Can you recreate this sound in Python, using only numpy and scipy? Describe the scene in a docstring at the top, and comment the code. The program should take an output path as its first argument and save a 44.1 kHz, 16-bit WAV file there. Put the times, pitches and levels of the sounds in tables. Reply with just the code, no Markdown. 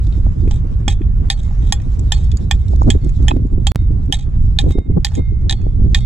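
"""Six seconds on a windy shore, a small steel hand pick worked close to a two-port microphone. From the start
wind buffets the ports (noise and pressure pulses), with faint surf and a dog's paws behind (patchy noise).
A soft first blow lands at half a second, then harder ones about every 0.4 s: each cracks on rock or shell, rings the
head while it rests on the stone (decaying modes), then scrapes, bounces and sings as it lifts (longer modes).
Past halfway gusts crowd in; near 3.7 s the sound drops out for a moment, and the tapping goes on to the end."""
import sys
import numpy as np
from scipy import signal
from scipy.fft import rfft, irfft, next_fast_len
from scipy.io import wavfile
from scipy.ndimage import uniform_filter1d, minimum_filter1d, map_coordinates

SR = 44100
rng = np.random.default_rng(int(sys.argv[2]) if len(sys.argv) > 2 else 0)


def bounce(signal):
    """Save signal as a 16-bit WAV file at the path given by the first command-line argument."""
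    frames = np.transpose(np.atleast_2d(signal))
    limited = np.clip(frames, -1, 1)
    pcm = np.round(limited * 32767).astype(np.int16)
    wavfile.write(sys.argv[1], SR, pcm)


N = 267069  # samples

# Levels are relative: each source adds its own offsets and fluctuation.
# Far surf and nearer rustle: (time [s], surf level [dB], rustle level [dB])
SHORE_LEVELS = [(0, -55, -64.5), (.94, -54, -73.5), (1.06, -57, -76.5), (1.25, -54, -68), (2.2, -53.5, -65),
                (2.53, -56, -70.5), (3.05, -56, -63.5), (3.3, -55.5, -66.5), (3.47, -64.5, -77.5),
                (3.8, -55.5, -71), (4.66, -55.5, -69.5), (4.9, -62, -81), (5.11, -53, -65),
                (5.24, -56, -75), (5.8, -58, -70.5), (6.06, -53.5, -64)]
# Spectra: (frequency [Hz], density [dB per Hz])
SURF_SPECTRUM = [(260, -28), (450, -3), (664, -8), (725, -7.5), (863, -12), (1100, -10.5), (3000, -24.5),
                 (3900, -52), (6600, -120)]
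RUSTLE_SPECTRUM = [(1470, -45.5), (2500, -10.5), (2770, -14.5), (3770, -3.5), (4290, -9), (7590, -9),
                   (8270, -16), (14000, -30.5)]
RUMBLE_SPECTRUM = [(4.7, -44), (8.0, -9.5), (32, -1), (49, 0.5), (108, -6.5), (200, -25), (260, -38),
                   (440, -120)]
EDDY_SPECTRUM = [(60, -35), (110, -1.5), (160, -2), (250, -5), (400, -12), (600, -23.5), (1000, -33),
                 (2000, -71.5)]

# Wind at the ports: (time [s], rumble level [dB], level of eddies between gusts [dB])
WIND_LEVELS = [(0, -13, -33.5), (.45, -9.5, -29), (.7, -12.5, -32), (1.15, -9.5, -33), (1.4, -14.5, -37.5),
               (2.0, -12, -29.5), (2.3, -10.5, -37.5), (2.6, -12, -33.5), (3.0, -9.5, -33.5),
               (3.3, -11, -31), (3.9, -9, -33.5), (4.2, -11, -35), (4.45, -6.5, -31), (4.7, -7.5, -41.5),
               (5.05, -10.5, -36), (5.3, -8, -33.5), (5.6, -10, -30.5), (5.95, -4, -23.5),
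               (6.06, -9.5, -43.5)]
# Moments when the rumble briefly sinks: (time [s], length [s], depth [dB])
RUMBLE_DIPS = [(.35, 0.0052, 15), (.69, 0.0082, 6.5), (.81, 0.017, 3), (.99, 0.024, 7.5),
               (2.38, 0.0053, 11.5), (3.0, 0.0085, 13.5), (3.49, 0.0063, 12), (3.735, .03, 15),
               (4.74, 0.012, 16), (4.825, 0.035, 19), (5.24, 0.021, 10)]
# Gusts that slap the ports and stir up eddies: (time [s], slap peak [dB], eddy level [dB])
WIND_GUSTS = [(0.081, -21.5, -25), (0.181, -25, -28.5), (0.269, -16, -33), (.451, -27, -14.5),
              (.477, -13.5, -23), (.88, -7, -21.5), (1.013, -12, -27.5), (2.061, -45, -23),
              (2.34, -21, -23.5), (2.816, -8, -23), (2.874, -8.5, -10.5), (2.953, -13.5, -19.5),
              (3.066, -14.5, -20.5), (3.205, -15.5, -22), (3.228, -12, -17), (3.319, -8, -17.5),
              (3.34, -11, -21), (3.367, -6.5, -18), (3.395, -20, -23), (3.422, -10.5, -22.5),
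              (3.453, -13, -24.5), (3.535, -15.5, -21), (3.581, -13, -24), (3.823, -17.5, -28.5),
              (3.908, -12.5, -17.5), (4.091, -32.5, -21), (4.41, -17, -26.5), (4.642, -9, -30),
              (4.67, -5.5, -9), (4.71, -4.5, -19), (4.757, -8, -21.5), (4.785, -4.5, -18.5),
              (4.9, -12, -15), (4.969, -13, -16), (5.192, -22, -12), (5.324, -17.5, -24),
              (5.46, -28, -19.5), (5.668, -17.5, -33.5), (5.799, -14, -14.5), (5.937, -14.5, -25)]
# Sharp puffs, opposite at the two ports: (time [s], peak level [dB], cycle [Hz])
PORT_PUFFS = [(.2672, -12, 590), (2.7363, -8.5, 572), (2.82, -2, 794), (3.3162, -0.5, 800),
              (5.6675, -9, 524)]
# Low thumps as the sound drops out and comes back: (time [s], peak level [dB], cycle [Hz])
DROPOUT_THUMPS = [(3.716, -12, 53.8), (3.7588, -4.5, 107.8)]
# How alike the ports hear the eddies: (frequency [Hz], correlation, limited to -1..1)
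EDDY_CORRELATION = [(100, 1), (200, 0.6), (350, -0.063), (600, -1.1)]
SLAP_HZ, SLAP_SPREAD = 265.7, 0.13  # middle cycle [Hz] and its log spread
STIR_S, STIR_DB_PER_S, SETTLE_DB_PER_S = 0.006, 358, 448.5  # a gust's hold, rise and fall
DIP_DB_PER_S = 597  # slope into and out of a dip
GUST_LIFTS_RUMBLE = 0.17  # rumble dB gained per dB that a gust stirs the eddies

# Share of a level or phase difference that goes to the left and to the right port
SIDES = np.array([[.5], [-.5]])
# The pick at the two ports: (frequency [Hz], left minus right level [dB], lead of left [rad])
PORT_DIFFERENCES = [(800, -8, .55), (1400, -4, .5), (1770, -7, .2), (2540, -8, .1), (3240, -6, -.35),
                    (3420, -3, -.45), (3750, -2, -.9), (4420, 1, -1.8), (5300, -3, -4.4), (6300, -1, -4.7),
                    (7320, -1, -6.1), (8100, 1, -7.5), (11000, -1, -7), (12500, -5, -7)]

# Modes of the free tines: (frequency [Hz], time to fall 60 dB [s], level of a slower second swing [dB])
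TINE_MODES = [(2121, .35, -10), (3418, .4, -20), (3714, .3, -26), (4420, .28, -20), (5443, .2, -30),
              (6200, .1, -30), (7310, .13, -30)]
# Part that owns each mode: (index of first, second or third tine, or of the blade)
PART_OF_MODE = [0, 1, 3, 2, 3, 1, 2]
# Each mode against its part: (level [dB])
MODE_LEVELS = [-1.5, -3, -1, 1.5, -14, -15, -7]
# The tines sing: (time [s], time until stone or hand stops them [s],
# level of first, second and third tine [dB], level of blade [dB])
TINE_LIFTS = [(.125, .1, -65, -63.5, -68.5, -54.5), (.93, 0.15, -74, -50.5, -64.5, -63),
              (1.31, 0.062, -69, -60, -46, -61), (1.435, 0.19, -54.5, -64, -60, -54),
              (1.74, 0.036, -60.5, -41, -54, -53), (2.131, .045, -65.5, -45, -39, -54),
              (2.24, .037, -66, -56, -56, -54), (2.53, 0.044, -71, -71, -54.5, -66.5),
              (2.608, .15, -57, -74, -64.5, -57.5), (2.92, .07, -67, -72, -65, -63),
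              (3.01, .2, -57.5, -59, -54.5, -62), (3.35, .3, -63.5, -78.5, -65, -65),
              (3.68, 0.064, -63, -38, -40.5, -49), (3.772, .11, -56.5, -64, -61.5, -49),
              (4.14, 0.23, -63.5, -44, -46.5, -53.5), (4.624, 0.049, -76.5, -56, -57, -61),
              (4.722, .15, -43.5, -63, -67.5, -36.5), (4.91, .13, -58, -79, -81, -75),
              (5.07, 0.067, -66, -61.5, -46.5, -55.5), (5.172, 0.51, -41, -66.5, -54, -45),
              (5.515, .2, -67, -54, -45.5, -60.5), (5.564, .3, -55.5, -50.5, -56.5, -65),
              (5.964, .15, -69, -56, -43, -45), (6.003, .15, -48, -42, -57, -37)]

# The head drags over grit: (time [s], length [s], level [dB])
SCRAPES = [(.518, .004, -35), (.53, .045, -50.5), (.893, .036, -33), (1.315, .01, -30.5),
           (1.375, .025, -44.5), (1.43, .025, -60.5), (1.62, .095, -52), (2.135, .006, -31.5),
           (2.15, .1, -49), (2.525, .012, -44.5), (2.59, .03, -55.5), (2.915, .016, -32.5),
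           (3.3, 0.0027, -34), (4.137, .012, -23.5), (4.16, .065, -45), (4.6, .01, -25), (4.66, .03, -55),
           (4.695, .03, -42), (5.06, .012, -31), (5.145, 0.034, -38.5), (5.508, .004, -25.5),
           (5.52, .012, -28.5), (5.96, .012, -28.5), (5.99, .05, -57)]
BITE_DB_PER_S, LEAVE_DB_PER_S = 1798.5, 903  # how fast a scrape rises and falls

# Modes of the head pressed on stone: (frequency [Hz], level [dB], time to fall 60 dB [s] before the ring share)
HELD_MODES = [(805.4, 2, 0.062), (1099, -17.5, 0.09), (1794, 3, 0.058), (2164, 3, 0.014),
              (2495, 0.5, 0.064), (3190, -1, 0.052), (3416, -3, .07), (3666, 0.5, 0.029),
              (3852, 1.5, 0.016), (4640, -1, 0.045), (5220, -0.5, 0.014), (5810, -4.5, 0.055),
              (6210, 3, 0.017), (6730, -2.5, 0.05), (7340, -3, 0.1), (7710, 2, 0.041), (8200, 0, 0.027),
              (9600, 0, .035), (10270, -3, 0.053), (10890, -6.5, 0.034), (12740, -12.5, 0.023)]
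# Colour zones of a contact: (frequency [Hz], level [dB])
KNOCK_ZONE = [(800, -8)]
BODY_ZONE = [(1800, -10.5), (2500, -11.5)]
MAIN_ZONE = [(3250, 0), (3440, -1)]
UPPER_ZONE = [(3670, -2.5), (3900, -2)]
TREBLE_ZONE = [(5200, -7.5), (7300, -10), (11000, -25)]
# Blows, coloured by where the point lands: (time [s], level [dB], change of knock [dB], body [dB],
# upper ring [dB] and treble [dB])
PICK_BLOWS = [(.5106, -25.5, 5, -6, 0, -1.5), (.8799, -11.5, 4, 1.5, -3.5, -1),
              (1.3007, -10, -1, 4.5, 5, 1), (1.7235, -9, 5, 2, 1, 1), (2.1206, -9.5, 1.5, -2, 0, 1),
              (2.5108, -10, 3.5, 4.5, -4, -1.5), (2.9028, -8.5, -6, -1, -10, -2.5),
              (3.282, -9, -5.5, -0.5, -16, -5), (3.6689, -12, 3.5, -0.5, 2, 3),
              (4.1245, -4, -11, -5.5, -14.5, -3.5), (4.588, -9, -3.5, -2, 10, -4),
              (5.0467, -12.5, -1, 1, 8, 5), (5.4959, -11.5, -8, 0, 7.5, -2),
              (5.9464, -10.5, 2.5, 7, 8.5, 1)]
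# Bounces and chips of shell: the same columns
PICK_TICKS = [(.0687, -53.5, 11, 2, 9, 12), (.1252, -42, 0.5, -7, 5.5, -14), (.4774, -59.5, 25, 20, 16, 13),
              (.5422, -51, 10, -5, -1, 8), (1.0164, -51, 13, 15, -4, -6), (1.0296, -49.5, 10, 4, -10, -8),
              (1.3748, -55, 8, 0, -7, -2), (1.4326, -54, -3, -3, -4, 17.5), (1.4444, -63, 12, 8, 11, 23),
              (1.5094, -56, 26, 15, -4, -5), (1.818, -57, 6, 8, 2, 16.5), (1.8004, -49, 3, 8, 2, 4.5),
              (1.9929, -49.5, 11, 2, 5, 20), (2.2428, -53.5, 5, 2, -6, 19),
              (2.3161, -38, -9, 4.5, 0.5, 5.5), (2.3704, -61.5, 14, 13, 24, 34.5),
              (2.6823, -48.5, -1, -7, 9.5, 9.5), (2.7601, -56.5, 6, 9, 12, 21),
              (2.8184, -60.5, 33, 20.5, 17.5, 21.5), (2.831, -63, 10, 10, 18, 29),
              (3.0455, -56, 7, 8, 10, 21.5), (3.0924, -55, 15, 11.5, -1, 18),
              (3.2256, -55, 13, 12, 8.5, 14), (3.3099, -22.5, -1, 2.5, -1, -13.5),
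              (3.468, -67, 10, 7, 0, 22), (4.035, -62.5, 12, 18, 5, 11.5),
              (4.0594, -68.5, 14.5, 12, -1, 27), (4.1709, -43, -7.5, -18.5, -3, -2),
              (5.0674, -23.5, 1, 6, 1, -4), (5.1188, -51, 7, 8, 0, 8), (5.1517, -34, -20, 3, -14, 6),
              (5.5253, -21, 7.5, -6.5, 6.5, -11.5), (5.4144, -62.5, 15, 6, 5, 12.5),
              (5.6154, -56.5, 5, 9, 0, 10.5), (5.8067, -53.5, 9, 7, -1, -2.5),
              (6.0062, -42.5, -6, -7, 1.5, 3)]
BLOW_RING, TICK_RING = 0.89, .57  # ring length as a share of the held decay times

# The sound drops out in steps: (time from which it holds [s], gain [dB])
DROPOUT_STEPS = [(0, 0), (3.7187, -45), (3.7487, -14), (3.7587, 0), (3.7687, -2)]
# Dry clicks, where the wave jumps and relaxes: (time [s], size [full scale])
WAVE_JOLTS = [(3.3689, -0.041), (4.7089, -0.098), (4.7887, -0.06)]
TOP_HZ = 16500  # band limit


def amp(db):
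    """Gain of a level in dB."""
    return 10 ** (np.asarray(db) / 20)


def unit(x):
    """x at rms 1."""
    return x / np.sqrt(np.mean(x ** 2) + 1e-20)


def along(points, hz):
    """(Hz, value) points read on a log frequency axis."""
    f, v = np.transpose(points)
    return np.interp(np.log(hz + 1), np.log(f + 1), v)


def curves(rows):
    """One value per sample for each column after the time."""
    s, *cols = np.transpose(rows)
    return [np.interp(np.arange(N) / SR, s, c, left=-120, right=c[-1]) for c in cols]


def wobble(rate):
    """A smooth random curve, rate knots a second."""
    knots = rng.standard_normal(int(N * rate / SR) + 4)
    return map_coordinates(knots, [np.arange(N) * rate / SR])


def filtered(x, response):
    """x through a complex response of frequency."""
    m = next_fast_len(N + 8192)
    return irfft(rfft(x, m) * response(np.fft.rfftfreq(m, 1 / SR)), m)[..., :N]


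def add(track, s, sound):
    """Mixes a sound into a track at time s."""
    part = track[..., round(s * SR):][..., :sound.shape[-1]]
    part += sound[..., :part.shape[-1]]


def rush(spectrum, alike, pan_db):
    """Stereo noise from mid and side, rms 1 before panning; alike is the left-right correlation by frequency."""
    def shape(hz):
        turn = np.arccos(np.clip(along(alike, hz), -1, 1)) / 2
        return amp(along(spectrum, hz)) * np.array([np.cos(turn), np.sin(turn)])

    mid, side = filtered(rng.standard_normal((2, N)), shape)
    return unit(np.array([mid + side, mid - side])) * amp([[pan_db / 2], [-pan_db / 2]])


def patches(rate, width_hz):
    """Random dB field over frequency and time, rms 1, for a short-time spectrum of 512 samples."""
    field = rng.standard_normal((257, N // 256 + 2))
    field = uniform_filter1d(field, int(width_hz / 86) + 1, 0)  # 86 Hz a bin
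    return unit(uniform_filter1d(field, int(172 / rate) + 1, 1))  # 172 frames a second


def patchy(x, depth_db):
    """x with patches of random gain, at rms 1."""
    z = signal.stft(x, nperseg=512)[2]
    gain = amp(depth_db * patches(30, 500))[:, :z.shape[-1]]
    return unit(signal.istft(z * gain, nperseg=512)[1][:, :N])


def swells(rows, rise_db_per_s, fall_db_per_s, floor_db):
    """Level in dB of the strongest (start s, length s, dB) event: it rises, holds and falls at fixed slopes."""
    t = np.arange(0, N, 32) / SR
    s, length, db = np.transpose(rows)[:, :, None]
    before, after = np.maximum(s - t, 0), np.maximum(t - s - length, 0)
    shape = db - rise_db_per_s * before - fall_db_per_s * after
    return np.interp(np.arange(N) / SR, t, np.maximum(shape.max(axis=0), floor_db))


def pulses(rows, tightness):
    """Short pressure pulses of about one cycle, pushing or pulling by chance."""
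    track, t = np.zeros(N), np.arange(-2000, 2000) / SR
    for (s, db, hz), sign in zip(rows, rng.choice([-1, 1], len(rows))):
        pulse = np.cos(2 * np.pi * hz * t) * np.exp(-(tightness * hz * t) ** 2)
        add(track, s + t[0], sign * amp(db) * pulse)
    return track


def ports(hz):
    """Level and phase of the pick at each microphone port."""
    f, pan_db, lead = np.transpose(PORT_DIFFERENCES)
    return amp(SIDES * np.interp(hz, f, pan_db)) * np.exp(1j * SIDES * np.interp(hz, f, lead))


def head(f, width, contrast):
    """The held head as broad resonances of alternating sign, width a share of each pitch."""
    total = 0
    for k, (c, db, _) in enumerate(HELD_MODES):
        loss = 1j * f * width * c
        total = total + (-1) ** k * amp(contrast * db) * loss / (c * c - f * f + loss)
    return total


def shore():
    """Surf far off and a crackly rustle of paws, harness and sleeve, both noise of patchy gain."""
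    surf_db, rustle_db = curves(SHORE_LEVELS)
    surf = patchy(rush(SURF_SPECTRUM, [(500, 0.048), (2500, 0.067)], pan_db=-3.5), depth_db=1.84)
    crackle = amp(2.6 * wobble(30) + 0.67 * wobble(720))
    grainy = crackle * rush(RUSTLE_SPECTRUM, [(3000, 0.38), (7000, 0.12)], pan_db=-2.5)
    rustle = patchy(grainy, depth_db=3)
    return amp(surf_db + 5.0 + 1.9 * wobble(30)) * surf + amp(rustle_db + 9) * rustle


def wind():
    """Turbulence at the ports: near-mono rumble, lumpy eddies less alike between ports, and slaps of pressure."""
    rumble_db, calm_db = curves(WIND_LEVELS)
    dip_db = swells(RUMBLE_DIPS, DIP_DB_PER_S, DIP_DB_PER_S, floor_db=0)
    stirs = [(s, STIR_S, db) for s, _, db in WIND_GUSTS]
    stirred_db = swells(stirs, STIR_DB_PER_S, SETTLE_DB_PER_S, floor_db=-120)

    lift_db = GUST_LIFTS_RUMBLE * np.maximum(stirred_db - calm_db, 0)
    rumble_db = rumble_db - dip_db + lift_db - 1 + 1.2 * wobble(12)
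    rumble = amp(rumble_db) * rush(RUMBLE_SPECTRUM, [(30, 1.0), (120, 0.78)], pan_db=-2.5)

    # between gusts the eddies sink a little with the rumble
    eddy_db = np.maximum(calm_db - 0.37 * dip_db + 3.1 * wobble(14), stirred_db)
    lumps = unit(amp(4.25 * wobble(45)) * rush(EDDY_SPECTRUM, EDDY_CORRELATION, pan_db=-3.5))
    eddies = amp(eddy_db) * lumps

    spread = np.exp(SLAP_SPREAD * rng.standard_normal(len(WIND_GUSTS)))
    gust_slaps = [(s, db, SLAP_HZ * k) for (s, db, _), k in zip(WIND_GUSTS, spread)]
    slaps = pulses(gust_slaps + DROPOUT_THUMPS, tightness=1.31)

    push = rumble + eddies + slaps * amp([[-1.8], [1.8]])
    # large swings of the wind are softly saturated
    push = push / (1 + np.abs(push / amp([[-3.5], [-1.5]])) ** 3) ** (1 / 3)
    return push + pulses(PORT_PUFFS, tightness=1.7) * [[-.75], [1]]


def tines():
    """Once free of the stone the tines ring long and clean, wavering as the head turns."""
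    track, t = np.zeros(N), np.arange(SR // 2) / SR
    hz, t60, slow_db = np.transpose(TINE_MODES)[:, :, None]
    fade = amp(-60 * t / t60) + amp(slow_db - 60 * t / (4 * t60))
    for s, length, *part_db in TINE_LIFTS:
        strength = amp(np.take(part_db, PART_OF_MODE) + MODE_LEVELS)[:, None]
        ring = strength * fade * np.sin(2 * np.pi * (hz * t + rng.random(hz.shape)))
        stopped = amp(-60 * np.maximum(t - length, 0) / .04)
        add(track, s, (1 - np.exp(-t / 0.005)) * stopped * ring.sum(axis=0))
    return track * amp(2.5 * wobble(18))


def scrape():
    """Uneven grit excites the resonances of the head, most of all the low knock and those near the main ring."""
    level_db = swells(SCRAPES, BITE_DB_PER_S, LEAVE_DB_PER_S, floor_db=-120)
    grit = rng.standard_normal(N) * amp(4.5 * wobble(120) + 3.5 * wobble(600))
    tone = [(800, 1.5), (2000, -16), (3500, -1.5), (5200, -13.5), (7400, -11.5), (11000, -28)]
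    drag = filtered(grit, lambda f: head(f, width=.03, contrast=.9) * amp(along(tone, f)))
    return amp(level_db) * unit(drag)


def contact_colour(knock_db, body_db, upper_db, treble_db):
    """Spectrum of one contact: each zone shifted by where the point lands, each point scattered a little."""
    zones = [KNOCK_ZONE, BODY_ZONE, MAIN_ZONE, UPPER_ZONE, TREBLE_ZONE]
    colour = [(300, -49.5)]
    for zone, change in zip(zones, [knock_db, body_db, 0, upper_db, treble_db]):
        colour += [(hz, db + change + 1.5 * rng.standard_normal()) for hz, db in zone]
    return colour


def held_ring(t, colour, share, scatter_db):
    """The head pressed on stone rings in short modes, of new strength, pitch and phase at each contact."""
    hz, level, t60 = np.transpose(HELD_MODES)[:, :, None]
    sides, heard = SIDES[:, :, None], ports(hz[:, 0])[:, :, None]
    # high modes beam narrowly, so the angle of the head changes what each port gets
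    turn = (hz / 6500) ** 2
    draw = rng.standard_normal((5, *hz.shape))
    strength = level + along(colour, hz) + scatter_db * draw[0] + 4 * sides * turn * draw[4]
    pitch = hz * (1 + (.006 + 16 / hz) * draw[1])  # the grip on the stone shifts each mode a little
    phase = 2 * np.pi * pitch * t + 9 * draw[2] + 0.77 * sides * turn * draw[3]
    ring = amp(strength - 60 * t / (share * t60)) * np.imag(heard * np.exp(1j * phase))
    # the stone takes most energy while the point still bites
    return (ring * (1 + 0.84 * np.exp(-t / 0.005))).sum(axis=1)


def grit_crack(t, colour, share):
    """Breaking grit: a noise burst and a longer, stepped crumble, shaped by the head."""
    f = np.fft.rfftfreq(len(t), 1 / SR)
    noise = rng.standard_normal((3, len(t)))
    burst = amp(-60 * t / (share * .02))
    steps = np.repeat(noise[1, :len(t) // 120 + 1], 120)[:len(t)]  # a new level every 120 samples
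    crumble = amp(-4 - 60 * t / (share * .07) + 4.5 * steps)
    grit = rfft((noise[0] + 0.39 * noise[1:]) * (0.67 * burst + crumble))  # partly shared by the ports
    response = amp(along(colour, f)) * head(f, width=0.11, contrast=0.26) * ports(f)
    return irfft(grit * response, len(t)) * np.cos(np.pi / 2 * t / t[-1])


def strikes(rows, share, crack_db, scatter_db):
    """Each contact rings the held head over a short crack of breaking grit."""
    track, t = np.zeros((2, N)), np.arange(SR // 8) / SR
    for s, db, *zone_changes in rows:
        colour = contact_colour(*zone_changes)
        ring = held_ring(t, colour, share, scatter_db)
        crack = grit_crack(t, colour, share)
        onset = 1 - np.exp(-t / 0.00044)
        add(track, s, amp(db - 6.0) * onset * (ring + amp(crack_db) * crack))
    return track


def scene():
    """Shore and wind lie around the pick, which reaches the two ports at different levels and phases."""
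    background = shore() + wind()
    lifted_and_dragged = filtered(tines() + scrape(), ports)
    ticks = strikes(PICK_TICKS, TICK_RING, crack_db=13.5, scatter_db=6)
    blows = strikes(PICK_BLOWS, BLOW_RING, crack_db=9.5, scatter_db=3.0)
    return background + lifted_and_dragged + ticks + blows


def record(dry):
    """Ducks the bass to make room for peaks, clips, drops out once, adds clicks and cuts all above the band limit."""
    bass = filtered(dry, lambda hz: 1 / (1 + (hz / 500) ** 6))
    rest = dry - bass
    room = np.clip((.95 - np.abs(rest)) / (np.abs(bass) + 1e-9), 0, 1).min(axis=0)
    gain = uniform_filter1d(minimum_filter1d(room, size=500), size=500)
    limited = np.clip(rest + gain * bass, -.94, .94)

    starts, db = np.transpose(DROPOUT_STEPS)
    step_gain = amp(db[np.searchsorted(starts, np.arange(N) / SR, side="right") - 1])

    clicks = np.zeros(N)
    for s, size in WAVE_JOLTS:
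        add(clicks, s, size * np.exp(-np.arange(1000) / SR / 0.0018))
    return filtered(limited * step_gain + clicks, lambda hz: hz < TOP_HZ)


dry = scene()
out = record(dry)
bounce(out)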